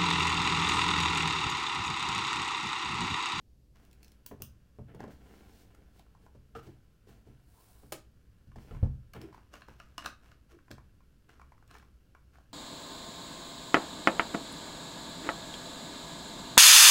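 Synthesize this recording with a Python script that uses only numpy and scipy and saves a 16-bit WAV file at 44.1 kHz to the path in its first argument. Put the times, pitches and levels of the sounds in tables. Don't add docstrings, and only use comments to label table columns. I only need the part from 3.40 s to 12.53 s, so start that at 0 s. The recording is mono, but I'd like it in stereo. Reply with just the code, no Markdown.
import sys
import numpy as np
from scipy import signal
from scipy.fft import rfft, irfft, next_fast_len
from scipy.io import wavfile
from scipy.ndimage import uniform_filter1d

SR = 44100
rng = np.random.default_rng(int(sys.argv[2]) if len(sys.argv) > 2 else 0)


def waveform_to_disk(signal):
    frames = np.transpose(np.atleast_2d(signal))
    scaled = np.clip(frames, -1, 1) * 32767
    samples = np.round(scaled).astype(np.int16)
    wavfile.write(sys.argv[1], SR, samples)


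N = 402633
TIME = np.arange(N) / SR
RING_TIME = np.arange(SR // 2) / SR


# start in seconds, then boom, pat and edge tick levels in dB.
BUMPS = [(0.913, -48, -44.5, -75), (1.002, -46, -55, -71), (1.387, -42, -48, -86), (1.547, -52, -46.5, -71),
         (1.602, -52, -50.5, -78), (1.637, -57, -43.5, -78), (1.678, -53, -46, -69),
         (2.949, -52.5, -56.5, -77), (3.152, -49, -49, -70), (3.267, -48.5, -52, -66),
         (3.672, -55, -55.5, -76), (3.871, -52, -54.5, -81), (4.432, -60.5, -55.5, -75),
         (5.757, -43.5, -58, -85), (6.285, -55.5, -53, -85), (7.3065, -47, -44, -59.5)]
BOOK_LANDING = [(5.073, -48, -73, -78), (5.159, -45, -52, -65.5), (5.31, -40.5, -50, -76),
                (5.339, -37.5, -60, -71), (5.43, -26, -38, -67.5)]
# frequency in Hz, level in dB, time to fall 60 dB in seconds.
DESK_MODES = [(36.3, -3.5, 0.2), (65.2, -12, 0.46), (86, 1, 0.1), (95.4, -8.5, 0.16), (109.8, -6, 0.22),
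              (130.9, -10, 0.36), (177, -10, 0.14), (196.3, -16, 0.36), (229.3, -13.5, 0.2),
              (310.6, -30, 0.3)]
# frequency in Hz, gain in dB.
PAT_SPECTRUM = [(80, -18), (145, -2.5), (210, 2), (300, 5.5), (450, 3), (750, -4.5), (1200, -16.5),
                (2200, -25.5), (5000, -45), (16000, -46)]
CRACK_SPECTRUM = [(200, -10), (900, 3), (2500, -2.5), (5500, -1.5), (8000, -8), (11000, -14), (15000, -15)]

def desk_blows(rows, lowest_hz, pat_decay):
    out = np.zeros((2, N))
    highpass = signal.butter(2, lowest_hz, "high", fs=SR)
    boom = crest(signal.lfilter(*highpass, ring(DESK_MODES)))
    for start, boom_db, pat_db, tick_db in rows:
        pat = crest(colour(contact(chatter=2.54, decay=pat_decay), PAT_SPECTRUM))
        tick = crest(colour(contact(chatter=4.1, decay=0.017), CRACK_SPECTRUM))
        add(out, start, amp(boom_db) * boom + amp(pat_db) * pat + amp(tick_db) * tick)
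    return out


def air_puff(landing_s, level_db, hz, swell_s):
    out = np.zeros((2, N))
    swing = RING_TIME * np.exp(-RING_TIME / swell_s) * np.sin(2 * np.pi * hz * RING_TIME)
    add(out, landing_s - swell_s / 2, amp(level_db) * crest(swing))
    return out


# start in seconds, level in dB, left over right in dB.
BAND_SLAPS = [(4.5222, -36, 5.5), (4.5253, -36.5, -3), (4.532, -44, -5), (4.54, -58, 0)]
# frequency in Hz, level in dB, time to fall 60 dB in seconds.
SLAP_MODES = [(336, 7, 0.063), (406, 3, 0.08), (614, 2.5, .05), (810, -23, 0.049), (1220, 7, .02),
              (1660, 8.5, 0.013), (2880, -12, 0.006)]
# frequency in Hz, gain in dB.
SLAP_SPECTRUM = [(60, -2), (120, 9.5), (220, -2.5), (350, 5), (600, 9.5), (850, 2.5), (1600, -5),
                 (3000, -0.5), (6000, -2.5), (10000, -4), (16000, -4)]

def elastic_snap():
    out = np.zeros((2, N))
    cover = crest(ring(SLAP_MODES))
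    for start, db, pan_db in BAND_SLAPS:
        slap = crest(colour(contact(chatter=2.9, decay=0.0015), SLAP_SPECTRUM))
        add(out, start, amp(db) * (slap + amp(-9.5) * cover), pan_db)
    return out


# start in seconds, level in dB, left over right in dB.
PEN_CLICKS = [(0.8628, -35.5, 1), (1.021, -32.5, 1)]
EDGE_TICKS = [(0.45, -65, 8), (0.512, -64, 5), (0.5294, -60, 7), (0.6297, -55, 2), (0.645, -56, 0.5),
              (0.6804, -59.5, 0.5), (0.7184, -61, 1.5), (1.548, -64.5, 2), (2.348, -64, 2), (2.594, -62, 0),
              (5.735, -51, 0), (5.815, -52, 2), (8.277, -65, 0), (8.384, -61, 2)]
# frequency in Hz, level in dB, time to fall 60 dB in seconds.
SPRING_MODES = [(14900, -4, 0.083), (15500, -1, .06)]
# frequency in Hz, gain in dB.
CLICK_SPECTRUM = [(200, 0), (650, 0), (1700, -5.5), (2150, -13), (2950, 0), (4000, -10.5), (5400, 0),
                  (6600, -3.5), (7600, -4), (9000, -4), (10200, -5), (11800, 2.5), (13500, -2), (15000, 7)]
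HISS_SPECTRUM = [(700, -22), (2500, 4.5), (4500, 3.5), (7000, 1.5), (9500, -1.5), (13000, -2), (16000, 2)]

def pen():
    out = np.zeros((2, N))
    spring = crest(ring(SPRING_MODES))
    for start, db, pan_db in PEN_CLICKS:
        click = crest(colour(contact(chatter=1.45, decay=0.0014, rise=0.0004), CLICK_SPECTRUM))
        add(out, start, amp(db) * (click + amp(-23.0) * spring), pan_db)
    for start, db, pan_db in EDGE_TICKS:
        tick = crest(colour(contact(chatter=5.5, decay=0.0013), HISS_SPECTRUM))
        add(out, start, amp(db) * tick, pan_db)
    return out


# start in seconds, ring level in dB, crack level in dB, left over right in dB.
COVER_TAPS = [(3.151, -43.5, -62, 7), (3.155, -49, -73, -12), (3.162, -48, -64, 4), (3.19, -55, -66, 2)]
CASE_KNOCKS = [(5.737, -51, -76, 5), (6.138, -47, -53.5, 3), (6.219, -50, -73, 1), (6.4, -47, -59, 1),
               (6.58, -37.5, -39, 2), (6.622, -47.5, -57, 0), (6.646, -44.5, -56, 0),
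               (6.6595, -34, -36, 0.5), (6.916, -58, -63.5, 0.5), (7.313, -53, -47, 3),
               (8.311, -54, -57, 0)]
# frequency in Hz, level in dB, time to fall 60 dB in seconds.
COVER_MODES = [(459, -4.5, 0.056), (790, -2, 0.016), (1140, -8, 0.029), (1260, 2.5, 0.027),
               (1510, 4.5, 0.0052), (1950, -12, 0.012), (2850, -2.5, 0.0041), (4800, -12, 0.0026)]
CASE_MODES = [(309, -16, 0.062), (570, -14.5, 0.073), (720, -10.5, 0.023), (1050, -7.5, 0.022),
              (1224, 0, 0.032), (1440, -4, 0.026), (1680, 4.5, 0.013), (1726, -8, .04), (2060, -25, 0.011),
              (2570, -7, 0.031), (2870, -4.5, 0.015), (4170, -6, 0.0055), (5400, -6.5, 0.0017)]

def knocks(rows, modes, chatter, decay):
    out = np.zeros((2, N))
    mode_rings = np.array([(-1) ** k * ring([mode]) for k, mode in enumerate(modes)])
    for start, ring_db, crack_db, pan_db in rows:
        body = amp(2.5 * rng.standard_normal(len(modes))) @ mode_rings
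        tone = crest(signal.fftconvolve(contact(chatter, decay), body)[:len(RING_TIME)])
        crack = crest(colour(contact(chatter=3.7, decay=decay), CRACK_SPECTRUM))
        add(out, start, amp(ring_db) * tone + amp(crack_db) * crack, pan_db)
    return out


# start in seconds, level in dB, pitch in Hz.
FINGER_TICKS = [(1.604, -42.5, 830), (1.639, -47, 835), (2.3479, -62.5, 1250), (2.595, -57.5, 690),
                (2.663, -65, 674), (2.749, -59.5, 860), (2.864, -57, 816), (5.117, -62, 1180),
                (5.158, -52, 725), (5.184, -57, 1340), (5.31, -53.5, 1330), (5.347, -54.5, 1100),
                (5.37, -61.5, 1210), (5.927, -54.5, 960), (5.945, -51.5, 990), (5.978, -56, 1020),
                (6.284, -48, 790), (7.188, -61, 1180), (7.281, -60, 1100), (7.381, -53, 1050),
                (7.605, -66, 1100), (7.894, -56.5, 1380), (7.996, -53, 1030), (8.015, -51.5, 1080),
                (8.12, -55.5, 1020), (8.179, -61.5, 1140), (8.225, -61, 1060), (8.351, -50, 1240),
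                (8.426, -58, 1050), (8.749, -54, 1090), (8.955, -59.5, 1060), (8.984, -57, 840)]

def fingertips():
    out = np.zeros((2, N))
    for start, db, hz in FINGER_TICKS:
        hollow = ring([(hz, 0, .008), (hz * 1.44, -3, .006), (hz * 2.16, -8, .004)])
        force = contact(chatter=2.5, decay=0.0017, rise=0.0018)
        tick = crest(signal.fftconvolve(force, hollow)[:len(force)])
        grit = amp(-14.5) * crest(colour(force, CRACK_SPECTRUM))
        add(out, start, amp(db) * (tick + grit), pan_db=2.0)
    return out


def clatter():
    cover = knocks(COVER_TAPS, COVER_MODES, chatter=1.56, decay=0.0085)
    case = knocks(CASE_KNOCKS, CASE_MODES, chatter=1.6, decay=0.0015)
    return pen() + elastic_snap() + cover + case + fingertips()


# start, rise and fade in seconds, rub and hiss levels in dB.
SLIDES = [(0.35, 0.087, 0.28, -68.5, -76.5), (0.5, 0.16, 0.44, -71, -81), (1.46, 0.04, 0.15, -57.5, -92),
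          (1.589, 0.0095, 0.12, -47, -70), (1.69, 0.026, 0.099, -59, -66.5), (1.7, 0.26, 1, -60, -69.5),
          (2.02, 0.21, 0.042, -80, -70.5), (2.37, 0.015, 0.21, -76, -107), (2.51, 0.087, 0.048, -69, -71),
          (2.76, 0.1, 0.045, -69, -78), (3.15, .025, 0.088, -59, -65.5), (3.22, 0.017, 0.23, -60.5, -69),
          (3.655, 0.041, 0.21, -61, -68), (3.85, 0.022, 0.42, -69, -80), (5.155, 0.067, 0.46, -64, -69.5),
          (5.25, 0.058, 0.33, -62, -81), (5.744, .008, 0.079, -45.5, -64),
          (5.803, 0.0072, 0.21, -53, -69.5)]
# frequency in Hz, gain in dB.
RUB_SPECTRUM = [(60, -39), (200, 11.5), (450, 3.5), (800, -1), (1100, -8.5), (1500, -5), (2200, -11),
                (3200, -14), (5000, -42), (16000, -35)]

def sliding():
    rub = unit(colour(slips(per_s=700, spread_db=5.0, smooth=0.8), RUB_SPECTRUM))
    hiss = unit(colour(slips(per_s=2100, spread_db=2.5, smooth=1.5), HISS_SPECTRUM))
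    return sum(stroke(*move) * (amp(rub_db) * rub + amp(hiss_db) * hiss)
               for *move, rub_db, hiss_db in SLIDES)


# start, rise and fade in seconds, level in dB.
FINGER_DRAGS = [(0.343, .012, 0.25, -68), (5.915, 0.021, 0.25, -64), (6.111, 0.032, 0.19, -56),
                (6.274, 0.013, 0.14, -61), (6.375, 0.023, 0.44, -67), (6.625, 0.026, .07, -52),
                (6.78, .1, 0.16, -66), (7.08, 0.037, 0.074, -61), (7.88, 0.014, 0.27, -64),
                (8.26, 0.098, 0.17, -59.5), (8.91, 0.035, 0.28, -69)]
# frequency in Hz, gain in dB.
RASP_SPECTRUM = [(100, -7.5), (300, 3.5), (600, 0), (1000, -3), (1500, -0.5), (2100, -6.5), (2800, -7),
                 (4000, -12), (6000, -12), (9000, -20), (16000, -20)]

def rasping():
    grain = unit(colour(slips(per_s=400, spread_db=3.0, smooth=0.54), RASP_SPECTRUM))
    catches = slips(per_s=130, spread_db=3, smooth=0.11)
    crackle = unit(signal.oaconvolve(catches, ring(CASE_MODES))[:N])
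    drag = sum(amp(db) * stroke(*move) for *move, db in FINGER_DRAGS)
    return unit(grain + amp(-4.0) * crackle) * drag


# start and length in seconds, first pitch, last pitch and pole bandwidth in Hz, level in dB.
JUDDERS = [(3.268, 0.0412, 344, 322, 69.5, -55), (4.14, 0.082, 837, 1046, 110, -73.5),
           (5.755, 0.13, 323, 328, 45, -53.5), (5.76, 0.16, 425, 399, 69.6, -63),
           (7.115, 0.08, 355.5, 335, 119, -62)]

def judders():
    out = np.zeros((2, N))
    for start, length, first_hz, last_hz, width_hz, db in JUDDERS:
        hz = np.linspace(first_hz, last_hz, round(length * SR))
        pole = np.exp(-np.pi * width_hz / SR)
        force = rng.standard_normal(len(RING_TIME)) + 1j * rng.standard_normal(len(RING_TIME))
        waver = signal.lfilter([1], np.poly([pole, pole]), force)[-len(hz):]
        groan = (waver * np.exp(2j * np.pi * np.cumsum(hz) / SR)).real
        add(out, start, amp(db) * unit(groan * signal.windows.tukey(len(hz), .4)))
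    return out


# start, rise and fade in seconds, level in dB.
BAND_PULL = [(3.94, .36, 1, -65)]
# frequency in Hz, gain in dB.
WEAVE_SPECTRUM = [(200, 0), (700, 6), (1400, 0.5), (2200, -6.5), (4500, -3), (6500, -5), (9500, 0),
                  (11500, -4), (14000, -0.5), (16000, 0)]

def elastic_swish():
    pull = sum(amp(db) * stroke(*move) for *move, db in BAND_PULL)
    weave = unit(colour(slips(per_s=2700, spread_db=5.0, smooth=1.0), WEAVE_SPECTRUM))
    return weave * pull * (TIME < BAND_SLAPS[0][0])


# frequency in Hz, gain in dB.
SLEEVE_SPECTRUM = [(300, 1.5), (900, -7.5), (1300, 1), (1600, 0), (2100, -9), (2800, -4.5), (4500, -17.5),
                   (10000, -19)]

def sleeve(start_s, level_db):
    rustle = unit(colour(slips(per_s=350, spread_db=0, smooth=1.0), SLEEVE_SPECTRUM))
    return amp(level_db) * rustle * (TIME > start_s)


# frequency in Hz, time to fall 60 dB in seconds.
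ROOM_DECAY = [(100, 0.48), (400, 0.22), (1500, 0.27), (5000, 0.25), (15000, 0.16)]

def room(x, wet_db, gap_s, rise_s):
    shape = (2, len(RING_TIME))
    reflections = rng.choice([-1., 1.], shape) * (rng.random(shape) < .12)
    hz, t, bands = signal.stft(reflections, SR, nperseg=256)
    absorption = amp(-60 * t / read(ROOM_DECAY, hz)[:, None])
    tail = signal.istft(bands * absorption, SR, nperseg=256)[1][:, :len(RING_TIME)]
    tail = diffuse(tail) * np.clip((RING_TIME - gap_s) / rise_s, 0, 1)
    tail /= np.linalg.norm(tail[0])
    return amp(wet_db) * signal.fftconvolve(x.mean(0)[None], tail, axes=1)[:, :N]


# frequency in Hz, gain in dB.
AIR_SPECTRUM = [(15, -58.5), (25, -14.5), (64, 5.5), (96, -22.5), (129, -4.5), (253, -37), (289, -21.5),
                (349, -36.5), (537, -23.5), (741, -39), (3930, -38.5), (4620, -36), (9810, -46),
                (12200, -40.5), (15500, -64)]
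RUMBLE_SPECTRUM = [(20, -5), (45, -12), (62, -2.5), (80, -21), (102, -2), (135, -27), (180, -13),
                   (260, -19.5), (500, -27.5), (1500, -49.5)]

def background():
    air = np.array([unit(colour(n, AIR_SPECTRUM)) for n in rng.standard_normal((2, N))])
    rumble = np.array([unit(colour(n, RUMBLE_SPECTRUM, size=16384)) for n in rng.standard_normal((2, N))])
    return diffuse(amp(-62.5) * air + amp(-63.0) * rumble)


# frequency in Hz, coherence from 0 to 1.
COHERENCE = [(60, 0.98), (150, 0.97), (300, .8), (600, 0.06), (1200, 0.067), (2500, 0.033), (6000, 0.022),
             (15000, 0.055)]

def diffuse(pair):
    size = next_fast_len(pair.shape[1], True)
    a, b = rfft(pair, size)
    coherence = np.clip(read(COHERENCE, np.fft.rfftfreq(size, 1 / SR)), -1, 1)
    mid, side = a * np.sqrt((1 + coherence) / 2), b * np.sqrt((1 - coherence) / 2)
    return irfft(np.array([mid + side, mid - side]), size)[:, :pair.shape[1]]


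def from_left(x, lag_us):
    delay = np.sinc(np.arange(-15, 16) - lag_us * SR / 10 ** 6) * np.hanning(31)
    return np.array([x[0], np.convolve(x[1], delay, "same")])


def ring(modes):
    return sum((-1) ** k * amp(db - 60 * RING_TIME / t60) * np.sin(2 * np.pi * hz * RING_TIME)
               for k, (hz, db, t60) in enumerate(modes))


def contact(chatter, decay, rise=0.0009):
    envelope = np.exp(-RING_TIME / decay) * (1 - np.exp(-RING_TIME / rise))
    force = rng.standard_normal(len(RING_TIME)) * envelope
    force *= chatter / np.linalg.norm(force)
    force[0] += 1
    return force


def slips(per_s, spread_db, smooth):
    sizes = amp(spread_db * np.minimum(rng.exponential(1, N), 4)) * rng.choice([-1, 1], N)
    slipping = rng.random(N) < per_s / SR
    return unit(sizes * slipping) + smooth * rng.standard_normal(N)


def stroke(start, rise, fade):
    push = np.sin(np.pi / 2 * np.clip((TIME - start) / rise, 0, 1)) ** 2
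    return push * amp(-27.5 * np.clip((TIME - start - rise) / fade, 0, 10))


def colour(x, spectrum, size=4096):
    log_gain = np.log(amp(read(spectrum, abs(np.fft.fftfreq(size, 1 / SR)))))
    response = np.exp(np.conj(signal.hilbert(log_gain)))
    taps = np.fft.ifft(response).real[:size // 2]
    return signal.oaconvolve(x, taps)[:len(x)]


def add(mix, start, sound, pan_db=0):
    part = mix[:, round(start * SR):][:, :len(sound)]
    part += amp([[pan_db / 2], [-pan_db / 2]]) * sound[:part.shape[1]]


def read(points, hz):
    table_hz, values = np.transpose(points)
    return np.interp(np.log(hz + 1), np.log(table_hz + 1), values)


def crest(x):
    return x / np.sqrt(uniform_filter1d(x ** 2, size=176, mode="constant").max() + 1e-20)


def unit(x):
    return x / np.sqrt(np.mean(x ** 2) + 1e-20)


def amp(db):
    return 10 ** (np.asarray(db) / 20)


def scene():
    blows = desk_blows(BUMPS, lowest_hz=82, pat_decay=0.011)
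    blows += desk_blows(BOOK_LANDING, lowest_hz=20, pat_decay=0.02)
    friction = sliding() + rasping() + judders() + elastic_swish() + sleeve(start_s=0.34, level_db=-79.5)
    handling = clatter() + friction
    puff = air_puff(landing_s=BOOK_LANDING[-1][0], level_db=-19, hz=93.5, swell_s=0.0049)
    echoes = room(handling, wet_db=-3.5, gap_s=0.00036, rise_s=0.00073)
    echoes += room(clatter(), wet_db=-9.0, gap_s=0.0014, rise_s=0.00088)
    echoes += room(blows, wet_db=-6.5, gap_s=0.0044, rise_s=0.011)
    return from_left(handling + blows + puff, lag_us=14) + echoes + background()


def record(dry):
    lowpass = signal.firwin(511, cutoff=15950, window=("kaiser", 9), fs=SR)
    return signal.oaconvolve(dry, lowpass[None], "same")


dry = scene()
out = record(dry)
waveform_to_disk(out)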